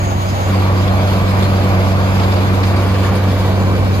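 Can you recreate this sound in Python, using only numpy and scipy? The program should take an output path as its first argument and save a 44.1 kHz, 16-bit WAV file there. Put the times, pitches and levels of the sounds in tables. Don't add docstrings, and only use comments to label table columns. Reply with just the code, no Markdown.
import sys
import numpy as np
from scipy import signal
from scipy.fft import rfft, irfft, next_fast_len
from scipy.io import wavfile
from scipy.ndimage import uniform_filter1d, map_coordinates

SR = 44100
rng = np.random.default_rng(int(sys.argv[2]) if len(sys.argv) > 2 else 0)


def int16_out(signal):
    q = np.round(np.clip(np.atleast_2d(signal).T, -1, 1) * 32767)
    wavfile.write(sys.argv[1], SR, q.astype(np.int16))


N = 176400
TIME = np.arange(N) / SR
CYCLE_HZ = 24.02
OVERTONES_FOLLOW = 1.5
ATTACK_S = 0.0013


def amp(db):
    return 10 ** (np.asarray(db) / 20)


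def unit(x):
    return x / np.sqrt(np.mean(x ** 2) + 1e-20)


def along(points, hz):
    freqs, values = np.transpose(points)
    return np.interp(np.log(hz + 1), np.log(freqs + 1), values)


def wobble(rate):
    return map_coordinates(rng.standard_normal(1024), [TIME * rate], mode="wrap")


def filtered(x, response):
    size = next_fast_len(N + SR // 2)
    return irfft(rfft(x, size) * response(np.fft.rfftfreq(size, 1 / SR)), size)[..., :N]


def patchy(depth_db):
    spectra = signal.stft(rng.standard_normal((2, N)), nperseg=512)[2]
    patches = uniform_filter1d(rng.standard_normal(spectra.shape[1:]), size=4, axis=0)
    patches = unit(uniform_filter1d(patches, size=10, axis=1))
    return unit(signal.istft(spectra * amp(depth_db * patches), nperseg=512)[1][:, :N])


def spread(pair, mid_points, side_points, side_db=-1.5):
    shaped = filtered(pair, lambda hz: amp([along(mid_points, hz), along(side_points, hz) + side_db]))
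    mid, side = shaped * np.sqrt(SR / 2)
    return np.array([mid + side, mid - side])


def tone(turns, hz, db, flutter_db, drift):
    echo_share = hz / (hz + 950)
    phase = 2 * np.pi * (turns + rng.random()) + drift * echo_share * wobble(7)
    apart = echo_share * wobble(2.07)
    level = amp(db + flutter_db * echo_share * wobble(26 * np.sqrt(echo_share)))
    return np.sqrt(2) * level * np.sin(np.array([phase + apart, phase - apart]))


def engine(turns, gain, right_louder_db=1.55):
    # multiple of the cycle rate, level in dB.
    strong_tones = [(4, -13), (6, -33), (8, -22), (12, -30.3), (16, -46), (18, -39), (19, -43.5),
                    (20, -47.5), (21, -35), (24, -34.5), (28, -38.5), (48, -38), (96, -40.5)]
    # frequency in Hz, level in dB.
    weak_tones = [(100, -56), (300, -47), (680, -48.5), (850, -52), (1120, -46.5), (1300, -61),
                  (1600, -45.5)]
    levels = {k: along(weak_tones, k * CYCLE_HZ) for k in range(5, 66)}
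    levels.update(strong_tones)
    drone = np.zeros((2, N))
    for k, db in levels.items():
        tone_gain = gain if k == 4 else gain ** OVERTONES_FOLLOW
        drone += tone_gain * tone(k * turns, k * CYCLE_HZ, db, flutter_db=3.5, drift=1.4)
    return drone * amp([[-right_louder_db / 2], [right_louder_db / 2]])


def drives(gain):
    # pitch in Hz, level in dB.
    hum_tones = [(73.3, -30.5), (83.8, -38.5), (138, -32.5), (184.1, -33.5), (354.9, -32), (476.5, -40)]
    # pitch in Hz, level in dB.
    whine_tones = [(1034, -46), (1441.5, -46.5)]
    hums = sum(tone(hz * TIME, hz, db, flutter_db=5.5, drift=1.2) for hz, db in hum_tones)
    whines = sum(tone(hz * TIME, hz, db, flutter_db=5.5, drift=1.2) for hz, db in whine_tones)
    return gain ** 0.11 * hums + gain ** OVERTONES_FOLLOW * whines


def hollow(x, pitch_hz, boost_db=2.5, width_hz=87):
    return filtered(x, lambda hz: amp(boost_db / (1 + ((hz - pitch_hz) / width_hz) ** 2)))


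def roar(turns, low_gain, upper_gain, split_hz=640, drop_s=2.2):
    # frequency in Hz, relative level in dB.
    mid = [(28, -75), (46, -44.5), (70, -49.5), (170, -47), (265, -49), (320, -55), (420, -55), (520, -52),
           (700, -51.5), (830, -54.5), (1100, -52.5), (1350, -59.5), (1800, -62.5), (2400, -67),
           (3500, -72), (7000, -105)]
    side = [(28, -75), (55, -47), (180, -60), (300, -62), (750, -55.5), (1000, -57.5), (1700, -66),
            (2400, -63), (3500, -81), (7000, -105)]
    throb = 1 + 0.06 * np.cos(2 * np.pi * turns)
    swell = amp(0.5 * wobble(10))
    noise = swell * spread(patchy(depth_db=1.09) * throb, mid, side)
    noise = np.where(TIME <= drop_s, hollow(noise, pitch_hz=627), hollow(noise, pitch_hz=433))
    low = filtered(noise, lambda hz: 1 / (1 + (hz / split_hz) ** 10))
    return low_gain * low + upper_gain * (noise - low)


def rumble():
    # frequency in Hz, relative level in dB.
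    colour = [(15, -69), (30, -64), (42, -50), (60, -45.5), (130, -67), (400, -120)]
    return spread(rng.standard_normal((2, N)) * amp([[0], [-8]]), colour, colour)


def grit(ticks_per_s=500, tick_db=-8.5, surge_db=1.07):
    # frequency in Hz, relative level in dB.
    mid = [(900, -79), (2700, -73), (4600, -70.5), (6000, -77), (6900, -77.5), (7600, -81.5), (9200, -91.5),
           (10200, -83), (13200, -80), (14000, -86), (14800, -102)]
    side = [(900, -104), (3100, -67), (5000, -71), (6000, -73), (7400, -80), (8600, -77), (11200, -78),
            (12100, -91), (13200, -108)]
    hits = rng.random((2, N)) < ticks_per_s / SR
    signs = np.sign(rng.standard_normal((2, N)))
    strengths = amp(5 * rng.standard_normal(N).clip(-2, 2))
    ticks = amp(tick_db) * unit(hits * signs * strengths)
    flow = amp(-1 + surge_db * wobble(40))
    return flow * spread(patchy(depth_db=2.0) + ticks, mid, side)


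def hiss(end_s=0.526, fade_s=0.027):
    # frequency in Hz, relative level in dB.
    colour = [(5000, -100), (6100, -76), (6680, -68), (7100, -73), (7700, -91)]
    fade = np.clip((end_s - TIME) / fade_s, 0, 1)
    return fade * spread(patchy(depth_db=2.5) * amp([[0], [-5]]), colour, colour)


def stone(db, ring_hz, treble_db, ring_db=10, ring_width_hz=240, fade_s=0.12):
    # frequency in Hz, relative level in dB.
    crack = [(200, -29), (1300, 13.5), (2500, 2.5), (4800, 3), (7000, -9), (9500, -7), (13000, -13),
             (15000, -47)]
    t = np.arange(SR // 2) / SR
    hz = np.fft.rfftfreq(len(t), 1 / SR)
    ring = ring_db / (1 + ((hz - ring_hz) / ring_width_hz) ** 2)
    treble = treble_db * (1 - 1 / (1 + (hz / 7800) ** 10))
    noise = rng.standard_normal((2, len(t)))
    burst = unit(irfft(rfft(noise) * amp(along(crack, hz) + ring + treble)))
    rattle_db = 1.5 * np.interp(t * 250, np.arange(256), rng.standard_normal(256))
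    return burst * (1 - np.exp(-t / ATTACK_S)) * amp(db - 60 * t / fade_s + rattle_db)


def stones(small_count=36):
    # start in seconds, level in dB, ring in Hz, treble change in dB.
    large = [(.876, -21, 3400, -8), (1.423, -21, 3550, 3), (2.191, -20.5, 2630, -16),
             (2.232, -22.5, 3800, -8), (2.32, -23.5, 4700, -5), (2.358, -26, 4640, -7),
             (2.631, -20, 4230, -13), (2.636, -23, 2370, -10), (2.762, -25, 4680, 4),
             (2.826, -35, 4200, 18), (2.942, -22.5, 2900, -15), (3.031, -24.5, 2700, -3),
             (3.046, -23, 1770, -1), (3.15, -27, 4380, 10)]
    starts = rng.random(small_count) * N / SR
    small = [(start, -29 - 13 * abs(softness), 3960 * np.exp(0.21 * pitch), 4 * treble)
             for start, (softness, pitch, treble) in zip(starts, rng.standard_normal((small_count, 3)))]
    out = np.zeros((2, N + SR))
    for start, db, ring_hz, treble_db in [*large, *small]:
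        first = round(start * SR)
        out[:, first:first + SR // 2] += stone(db, ring_hz, treble_db)
    return out[:, :N]


def clinks(fade_s=0.14):
    # start in seconds, level in dB, ring in Hz.
    hits = [(.908, -32, 4150), (1.441, -26, 4204), (1.558, -31, 4690)]
    out = np.zeros((2, N))
    for start, db, hz in hits:
        t = np.maximum(TIME - start, 0)
        waver = 0.5 * np.array([wobble(90), wobble(90)])
        ring = np.sin(2 * np.pi * hz * t + waver)
        out += ring * (1 - np.exp(-t / ATTACK_S)) * amp(db - 60 * t / fade_s)
    return out


def from_direction(pair):
    # time in seconds, head start of the left side in milliseconds.
    left_lead = [(.46, -0.4), (.52, 0.23), (2.6, 0.22), (3.2, -0.03), (3.8, -0.2)]
    lead_samples = np.interp(TIME, *np.transpose(left_lead)) * SR / 1000
    return np.array([map_coordinates(x, [np.arange(N) + side * lead_samples / 2], mode="mirror")
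                     for x, side in zip(pair, (1, -1))])


def scene():
    # time in seconds, then engine, low roar, upper roar and grit in dB.
    levels = [(0, -3.5, -3.5, -2.5, -3.5), (.45, -5.7, -2, -1, -1), (.495, 0, 0, -0.5, 0),
              (1.1, -0.5, 1.5, .3, 0.3), (2.2, -0.5, 0.7, .5, 0.1), (3.05, -1, 1, -0.5, 0),
              (3.4, -1, 1, -1, 0.5), (3.72, -1, 2.5, -2, -2.5), (4, -1.5, 1.2, -2.5, 0)]
    times, *columns = np.transpose(levels)
    engine_gain, low_gain, upper_gain, grit_gain = [amp(np.interp(TIME, times, db)) for db in columns]
    turns = CYCLE_HZ * TIME + 0.0018 * wobble(2.9)
    machines = engine(turns, engine_gain) + drives(engine_gain) + roar(turns, low_gain, upper_gain)
    return from_direction(machines) + rumble() + grit_gain * grit() + stones() + clinks() + hiss()


def record(dry, top_hz=15600):
    # frequency in Hz, gain in dB.
    colour = [(5200, -0.5), (5600, -8.5), (5950, -1.5)]
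    return filtered(dry, lambda hz: amp(along(colour, hz)) * (hz < top_hz))


dry = scene()
out = record(dry)
int16_out(out)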